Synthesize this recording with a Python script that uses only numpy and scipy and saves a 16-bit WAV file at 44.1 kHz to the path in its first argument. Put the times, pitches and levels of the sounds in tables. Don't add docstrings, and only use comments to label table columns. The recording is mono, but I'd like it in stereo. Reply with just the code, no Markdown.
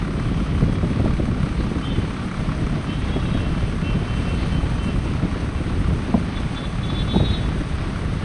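import sys
import numpy as np
from scipy import signal
from scipy.fft import rfft, irfft
from scipy.io import wavfile
from scipy.ndimage import uniform_filter1d

SR = 44100
rng = np.random.default_rng(int(sys.argv[2]) if len(sys.argv) > 2 else 0)


def int16_out(signal):
    q = np.round(np.clip(np.atleast_2d(signal).T, -1, 1) * 32767)
    wavfile.write(sys.argv[1], SR, q.astype(np.int16))


N = 363384

# (frequency [Hz], density [dB])
RUMBLE_SPECTRUM = [(8, -23), (22, -6), (42, 0.5), (62, 1.5), (85, -0.5), (120, -7), (200, -27), (400, -84)]
BUFFET_SPECTRUM = [(50, -17.5), (95, -3.5), (125, -0.5), (170, 1.5), (220, -4.5), (300, -11.5),
                   (450, -30.5), (900, -80.5)]
EDDY_SPECTRUM = [(100, -19), (200, -3), (270, 2.5), (350, -1.5), (480, -6.5), (700, -14), (1100, -23),
                 (2000, -63)]
# (time [s], level [dB])
WIND_LEVEL = [(0.0, -24), (0.52, -22.5), (0.62, -21.5), (0.76, -22), (1.04, -20), (1.36, -21.5),
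              (1.68, -22), (1.735, -29), (1.8, -22), (2.05, -22), (2.32, -29.5), (2.4, -22.5), (2.72, -22),
              (2.88, -21.5), (3.12, -21.5), (4.28, -22), (4.44, -20.5), (5.52, -23.5), (5.92, -19.5),
              (6.1, -24), (6.21, -24), (6.3, -26), (7.0, -22.5), (8.2, -24)]
# (time [s], half length [s], change [dB])
RUMBLE_SURGES = [(.35, .12, 4), (.65, 0.071, 5), (1.87, 0.078, -5), (2.86, 0.11, -6.5), (3.82, 0.055, -5.5),
                 (4.08, .07, -3), (5.88, .1, 2), (8.1, .2, 1)]

# (frequency [Hz], correlation [-1 to 1])
BACKGROUND_LIKENESS = [(100, 0.27), (260, 0.77), (390, 0.36), (490, 0.57), (640, 0.36), (900, 0.32),
                       (1200, 0.15), (1700, -0.14), (2300, 0.063), (3200, 0.039), (4500, 0.033),
                       (5700, 0.0038), (7400, -0.67), (8400, 0.96), (9800, 0.23)]
# (frequency [Hz], left minus right [dB])
STEREO_BALANCE = [(200, 1.5), (600, 0.5), (1050, 1.5), (1850, 4), (3300, 3), (5800, 0.5), (8200, -1),
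                  (10000, 0)]

# (level [dB], energy decay [s])
INJECTOR_TICKS = [(3.5, 0.0042), (1.5, 0.0043), (2.5, 0.0028), (-0.5, 0.0072), (-4, 0.0056), (0, 0.0035)]
# (frequency [Hz], density [dB])
COVER_SPECTRUM = [(500, -24.5), (900, -10.5), (1170, 1), (1420, -1), (1650, -8.5), (1950, -6), (2330, -8),
                  (2700, -12), (4500, -19), (5900, -20.5), (6800, -26.5), (8100, -30), (10500, -49)]
# (frequency [Hz], width [Hz], level [dB])
PANEL_MODES = [(1091, 36, -5), (1152, 24, -1), (1181, 32, -4), (1245, 35, -6.5), (1330, 50, -1),
               (1440, 70, -5), (1665, 50, -10), (1920, 61, -6), (2313, 41, -4.5)]
# (time [s], level [dB])
ENGINE_FADER = [(0, -35.5), (2.6, -34.5), (3.5, -36.5), (8.24, -36.5)]

# (time [s], pitch [Hz])
WHIR_PITCH = [(0, 572), (1, 586), (2.5, 623), (3.1, 582.5), (3.35, 610), (3.65, 578), (6.2, 622),
              (6.5, 583), (8.24, 603)]
# (start [s], end [s], level [dB])
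HARD_STROKES = [(.75, 1.1, -45), (2.3, 2.75, -48), (2.98, 4.049, -49), (6.251, 6.55, -51)]

# (frequency [Hz], density [dB])
WASH_SPECTRUM = [(30, 5), (200, 0), (400, 1), (490, -3.5), (640, 0.5), (930, -1.5), (1200, -1.5),
                 (1700, -2), (2350, -5), (2800, -6.5), (3500, -9), (4600, -13.5), (6500, -23.5),
                 (9000, -61)]
# (frequency [Hz], density [dB])
HISS_SPECTRUM = [(3000, -22), (5400, -19), (5900, 13.5), (6350, 10), (7500, 3), (8150, 11), (8800, 7),
                 (10000, 9), (11000, -24.5)]
# (time [s], level [dB])
BACKGROUND_FADER = [(0, -40.5), (1, -40), (2, -39.5), (4.1, -38.5), (4.4, -37), (4.65, -38.5), (5.6, -39.5),
                    (7.4, -38.5), (8.24, -40)]

# (vehicle, [(time [s], level [dB], bell resonance [Hz])])
HONKS = [ ("a", [(.15, -53, 3100), (.4, -46, 3090), (.46, -52, 3090), (.53, -45, 3090), (.62, -54, 3090)]),
         ("b", [(.25, -48, 3400), (.55, -59, 3350), (.72, -48, 3330), (.95, -58, 3330)]),
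         ("c", [(1.82, -40, 3100), (2.04, -43, 3100)]), ("d", [(1.84, -39, 3170), (1.9, -37, 3160),
         (1.96, -44, 3180)]), ("b", [(2.89, -47, 3620), (3.03, -46, 3420), (3.19, -41.5, 3420),
         (3.245, -42, 3610), (3.31, -44, 3460), (3.38, -42, 3440), (3.47, -52, 3520)]),
         ("e", [(2.86, -44, 2870), (2.91, -38, 2950), (2.98, -49, 2950), (3.1, -45, 2840),
         (3.22, -52, 2780), (3.29, -43, 2960), (3.35, -51, 2980), (3.42, -40.5, 2800), (3.55, -49, 2890),
         (3.7, -47, 2917)]), ("e", [(3.83, -36, 2770), (3.9, -34, 2784), (3.945, -46, 2900),
         (4.03, -51, 2890), (4.09, -41, 2960), (4.2, -44, 2760), (4.25, -49, 2890), (4.3, -36, 2750),
         (4.35, -41.5, 2790), (4.39, -49, 2850), (4.43, -44, 2830), (4.48, -51, 2890)]),
         ("e", [(4.51, -45, 2970), (4.56, -42, 2990), (4.68, -51, 2900)]), ("e", [(4.78, -41, 2920),
         (4.83, -39, 2860), (4.885, -38, 2760), (4.94, -53, 2850), (5.07, -48, 2760), (5.19, -53, 2750)]),
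         ("e", [(5.56, -45, 2730), (5.6, -45, 2720)]), ("near", [(6.35, -30.5, 3530), (6.39, -34, 3500)]),
         ("near", [(6.553, -31, 3530), (6.578, -32, 3530), (6.592, -36, 3530), (6.61, -28, 3500),
         (6.648, -38, 3530), (6.66, -33, 3520), (6.685, -42, 3560)]), ("near", [(6.825, -35, 3550),
         (6.855, -30.5, 3500), (6.88, -43, 3500), (6.905, -29.5, 3460), (6.938, -38.5, 3610),
         (6.97, -26.5, 3450), (7.02, -26.5, 3520), (7.048, -46, 3620), (7.12, -27.5, 3460),
         (7.18, -30, 3700), (7.22, -33.5, 3770), (7.265, -24, 3690), (7.305, -27, 3590), (7.345, -25, 3670),
         (7.38, -32, 3580), (7.415, -32, 3540)])]
HORN_PITCH = {"a": [(0, 441.5)], "b": [(0, 416.5)], "c": [(0, 437)], "d": [(0, 451)], "e": [(3.3, 385.8),
              (5, 384.8)], "near": [(6.7, 346.8), (7.1, 345.6), (7.4, 344.4)]}
HORN_VOICES = {"a": (417, 3750, 2, -7, 1.3), "b": (478, 3950, 0.5, -3, 1.2), "c": (700, 3700, .5, -6, 1.5),
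               "d": (518, 3800, 0.9, -10, 1.2), "e": (477, 3280, 0, -6.5, 1.25),
               "near": (402, 4320, 0.05, -9.5, 2)}

# (time [s], push peak [dB], slap peak [dB], slap top [Hz])
CLEAR_THUMPS = [(.606, -9, -36, 600), (.623, -8, -29, 600), (.634, -7, -31, 547), (.68, -7.5, -30, 550),
                (.695, -9, -42, 500), (.778, -9.5, -35, 500), (.83, -12, -26, 706), (.842, -12, -29, 700),
                (.901, -8, -33, 600), (.913, -7.5, -33, 600), (.997, -4, -21, 760), (1.009, -9.5, -35, 500),
                (1.043, -11, -25, 550), (1.058, -6, -24, 850), (1.074, -8.5, -31, 550),
                (1.134, -11, -42, 500), (1.197, -11, -23.5, 700), (1.219, -9, -32, 520),
                (1.28, -6.5, -30, 651), (1.315, -7.5, -39, 500), (1.433, -9.5, -35, 600),
                (1.602, -6.5, -38, 500), (1.664, -8, -38, 503), (1.714, -8.5, -34, 650),
                (1.757, -6.5, -33, 700), (1.981, -8.5, -42, 500), (3.162, -6.5, -27.5, 750),
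                (3.346, -8, -31, 700), (3.947, -6.5, -32, 650), (5.25, -11, -36, 500),
                (6.093, -9, -32, 550), (6.141, -0.5, -17, 904), (6.157, -9, -25, 1000),
                (6.174, -6, -32, 700), (7.135, -6.5, -40, 500), (7.146, -11, -25, 800),
                (7.158, -1.5, -19.5, 890), (7.163, -12, -20.5, 446), (7.202, -4.5, -22.5, 800),
                (7.226, -5, -28, 550), (7.302, -10, -38, 550)]

# (peak time [s], half length [s], level [dB])
ROOF_SWISHES = [(1.6, .04, -46), (4.41, .075, -47)]
# (frequency [Hz], density [dB])
SWISH_SPECTRUM = [(2400, -25), (3400, -3), (4100, 0), (4500, -2), (5400, -29)]


def amp(db):
    return 10 ** (np.asarray(db) / 20)


def unit(x):
    return x / np.sqrt(np.mean(x ** 2) + 1e-20)


def at_hz(points, hz):
    f, value = np.transpose(points)
    return np.interp(np.log(hz + 1), np.log(f + 1), value)


def over_time(points):
    return np.interp(np.arange(N) / SR, *np.transpose(points))


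def hump(s, half):
    return np.exp(-((np.arange(N) / SR - s) / half) ** 2)


def add(mix, s, sound):
    part = mix[..., max(round(s * SR), 0):][..., :sound.shape[-1]]
    part += sound[..., :part.shape[-1]]


def wander(rate_hz):
    hz = np.fft.rfftfreq(N, 1 / SR)
    return unit(irfft(rfft(rng.standard_normal(N)) / (1 + (hz / rate_hz) ** 4), N))


def noise_pair(spectrum, likeness, balance=((1, 0),)):
    hz = np.fft.rfftfreq(N, 1 / SR)
    mid, side = rfft(rng.standard_normal((2, N))) * amp(at_hz(spectrum, hz))
    correlation = np.clip(at_hz(likeness, hz), -.999, .999)
    sign = np.array([[1], [-1]])
    ports = np.sqrt(1 + correlation) * mid + sign * np.sqrt(1 - correlation) * side
    pair = irfft(ports * amp(sign * at_hz(balance, hz) / 2), N)
    return pair / pair.mean(0).std()


def band(x, lo_hz, hi_hz, order=2):
    return signal.sosfilt(signal.butter(order, [lo_hz, hi_hz], "band", fs=SR, output="sos"), x)


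def yard_echo(x, t60=.9, delay_s=0.023, echoes_per_s=900):
    t = np.arange(SR) / SR
    taps = rng.standard_normal((2, SR)) * (rng.random((2, SR)) < echoes_per_s / SR)
    taps *= amp(-60 * t / t60) * (t > delay_s)
    taps /= np.linalg.norm(taps, axis=1, keepdims=True)
    return signal.fftconvolve(x[None], taps, axes=1)[:, :N]


def gust_db(breeze_db=-22):
    return over_time(WIND_LEVEL) - breeze_db


def wind(settle_db_per_s=0.22):
    gust, turbulence = gust_db(), wander(40)
    settling = settle_db_per_s * (N / 2 - np.arange(N)) / SR
    surge = sum(db * hump(s, half) for s, half, db in RUMBLE_SURGES)
    rumble_db = -24.5 + 1.43 * gust + surge - settling + 0.8 * turbulence
    buffet_db = -26 + 0.52 * gust + settling + 1.88 * turbulence
    eddy_db = -34.5 + 0.52 * gust + 3 * turbulence
    rumble = noise_pair(RUMBLE_SPECTRUM, likeness=[(50, 0.93)]) * amp(rumble_db)
    buffet = noise_pair(BUFFET_SPECTRUM, likeness=[(110, 0.93), (220, 0.99)]) * amp(buffet_db)
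    eddies = noise_pair(EDDY_SPECTRUM, likeness=[(300, 1.0)]) * amp(eddy_db)
    return rumble + buffet + eddies


def engine(idle_rpm=680, first_tick_s=.0191, scatter_db=0.7, jitter_s=.00008,
           valve_db=-8, valve_lead_s=0.0071, valve_decay_s=0.0055, ring_db=-10):
    t = np.arange(SR // 20) / SR
    energy, panels = np.zeros((2, N))
    ring = sum(amp(db) * np.exp(-np.pi * width * t) * np.sin(2 * np.pi * (hz * t + rng.random()))
               for hz, width, db in PANEL_MODES)
    cycle_s = 2 * 60 / idle_rpm
    firings = np.arange(first_tick_s, N / SR, cycle_s / len(INJECTOR_TICKS))
    for k, s in enumerate(firings):
        harder, later = rng.standard_normal(2)
        db, decay_s = INJECTOR_TICKS[k % len(INJECTOR_TICKS)]
        force = amp(db + scatter_db * harder)
        add(energy, s, force ** 2 * np.exp(-t / decay_s))
        add(energy, s - valve_lead_s, amp(valve_db) ** 2 * np.exp(-t / valve_decay_s))
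        add(panels, s + jitter_s * later, force * ring)
    envelope = np.sqrt(abs(uniform_filter1d(energy, size=110)))
    cover = noise_pair(COVER_SPECTRUM, [(1200, 1.0), (2500, .45), (5000, 0.16)], STEREO_BALANCE)
    ringing = amp(ring_db) * unit(band(panels, 900, 2800))
    left, right = cover * envelope + ringing * amp([[1], [-1]])
    ports = np.array([np.roll(left, 4), right])
    return amp(over_time(ENGINE_FADER)) * ports


def roof_pump(base_db=-51.5, swell_s=.12, waver=0.0198, second_order_db=-4, direct=0.36):
    t = np.arange(N) / SR
    strokes = sum(amp(db) * np.clip(np.minimum(t - start, end - t) / swell_s, 0, 1)
                  for start, end, db in HARD_STROKES)
    hz = over_time(WHIR_PITCH) * (1 + waver * wander(34.8))
    phase = 2 * np.pi * np.cumsum(hz) / SR
    tone = unit(np.sin(phase) + amp(second_order_db) * np.sin(phase * 2 / 3))
    whir = (amp(base_db) + strokes) * tone
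    return direct * whir + yard_echo(whir)


def traffic_and_hiss(wash_db=-1.5, hiss_db=-16, wash_swell_db=0.7, hiss_swell_db=1.4):
    wash = noise_pair(WASH_SPECTRUM, BACKGROUND_LIKENESS, STEREO_BALANCE)
    wash /= band(wash.mean(0), 1000, 2500, order=4).std()
    hiss = noise_pair(HISS_SPECTRUM, BACKGROUND_LIKENESS, STEREO_BALANCE)
    wash *= amp(wash_db + wash_swell_db * wander(9))
    hiss *= amp(hiss_db + hiss_swell_db * wander(18))
    return amp(over_time(BACKGROUND_FADER)) * (wash + hiss)


def horn_bell(partials_hz, bell_hz, width_hz, leak=.06, tilt_db_per_octave=10.5):
    resonance = 1 / (1 + (2 * (partials_hz - bell_hz) / width_hz) ** 2)
    gains = (leak + resonance) * amp(tilt_db_per_octave * np.log2(partials_hz / bell_hz))
    return gains * np.sqrt(2 / np.sum(gains ** 2, axis=0))


def horns(direct_db=-0.5, lowest_hz=2600, jitter=0.0018, flutter_hz=30, sway_rad=0.42, fade_s=0.011):
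    direct, echo_send = np.zeros((2, N)), np.zeros(N)
    paths = (wander(flutter_hz) + 1j * wander(flutter_hz)) / np.sqrt(2)
    waver = 1 + jitter * wander(35)
    sway = sway_rad * wander(flutter_hz)
    for vehicle, curve in HONKS:
        width_hz, top_hz, scatter, echo_db, lag_rad = HORN_VOICES[vehicle]
        scatter = min(scatter, 1)
        times, levels_db, bells_hz = np.transpose(curve)
        t = np.arange(times[0], times[-1], 1 / SR)
        span = round(t[0] * SR) + np.arange(len(t))
        hz = np.interp(t, *np.transpose(HORN_PITCH[vehicle]))
        phase = 2 * np.pi * np.cumsum(hz * waver[span]) / SR
        left_lag = np.outer([1, 0], lag_rad + sway[span])
        harmonics = np.arange(int(lowest_hz / hz[0]) + 1, int(top_hz / hz[0]) + 1)
        gains = horn_bell(harmonics[:, None] * hz, np.interp(t, times, bells_hz), width_hz)
        blast = np.zeros((2, len(t)))
        for k, gain in zip(harmonics, gains):
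            flutter = paths[rng.integers(0, N // 2, size=(2, 1)) + np.arange(len(t))]
            arrival = np.sqrt(1 - scatter) + np.sqrt(scatter) * flutter
            blast += gain * (arrival * np.exp(1j * (k * phase - left_lag))).real
        fades = np.clip(np.minimum(t - t[0], t[-1] - t) / fade_s, 0, 1)
        blast *= amp(np.interp(t, times, levels_db)) * fades
        add(direct, t[0], amp(direct_db) * blast)
        add(echo_send, t[0], amp(echo_db) * blast[0])
    echo = yard_echo(band(echo_send, 2000, 3550, order=4), t60=1.2)
    return (direct + echo) * amp([[0.9], [-0.9]])


def puffs(breeze_rate_hz=1.6, push_db=-15, slap_db=-41, top_hz=664, candidates=200):
    place, chance = rng.random((candidates, 2)).T
    gust = gust_db()[(place * N).astype(int)]
    rows = np.transpose([place * N / SR, push_db + gust, slap_db + gust, np.full(candidates, top_hz)])
    odds = breeze_rate_hz * amp(gust) * N / SR / candidates
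    return list(rows[chance < odds])


def thumps(push_trim_db=-6, slap_trim_db=6, push_s=0.0041, slap_s=0.0023, usual_push_db=-9):
    out, t = np.zeros(N), np.arange(SR // 10) / SR
    for s, push_db, slap_db, top_hz in list(CLEAR_THUMPS) + puffs():
        low, mid = rng.standard_normal((2, len(t)))
        stretch = amp(0.37 * (push_db - usual_push_db))
        push = band(low * t * np.exp(-t / (push_s * stretch)), 60 / stretch, 270, order=3)
        slap = band(mid * t * np.exp(-t / (slap_s * stretch)), 300, top_hz, order=4)
        add(out, s - .003, amp(push_db + push_trim_db) * push / abs(push).max())
        add(out, s - .002, amp(slap_db + slap_trim_db) * slap / abs(slap).max())
    return out


def roof_swishes():
    envelope = sum(amp(db) * hump(s, half) for s, half, db in ROOF_SWISHES)
    return noise_pair(SWISH_SPECTRUM, BACKGROUND_LIKENESS, STEREO_BALANCE) * envelope


def scene():
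    return wind() + engine() + roof_pump() + traffic_and_hiss() + horns() + thumps() + roof_swishes()


def record(dry):
    low_pass = signal.firwin(511, cutoff=10800, window=("kaiser", 9), fs=SR)
    return signal.oaconvolve(dry, low_pass[None], "same")


dry = scene()
out = record(dry)
int16_out(out)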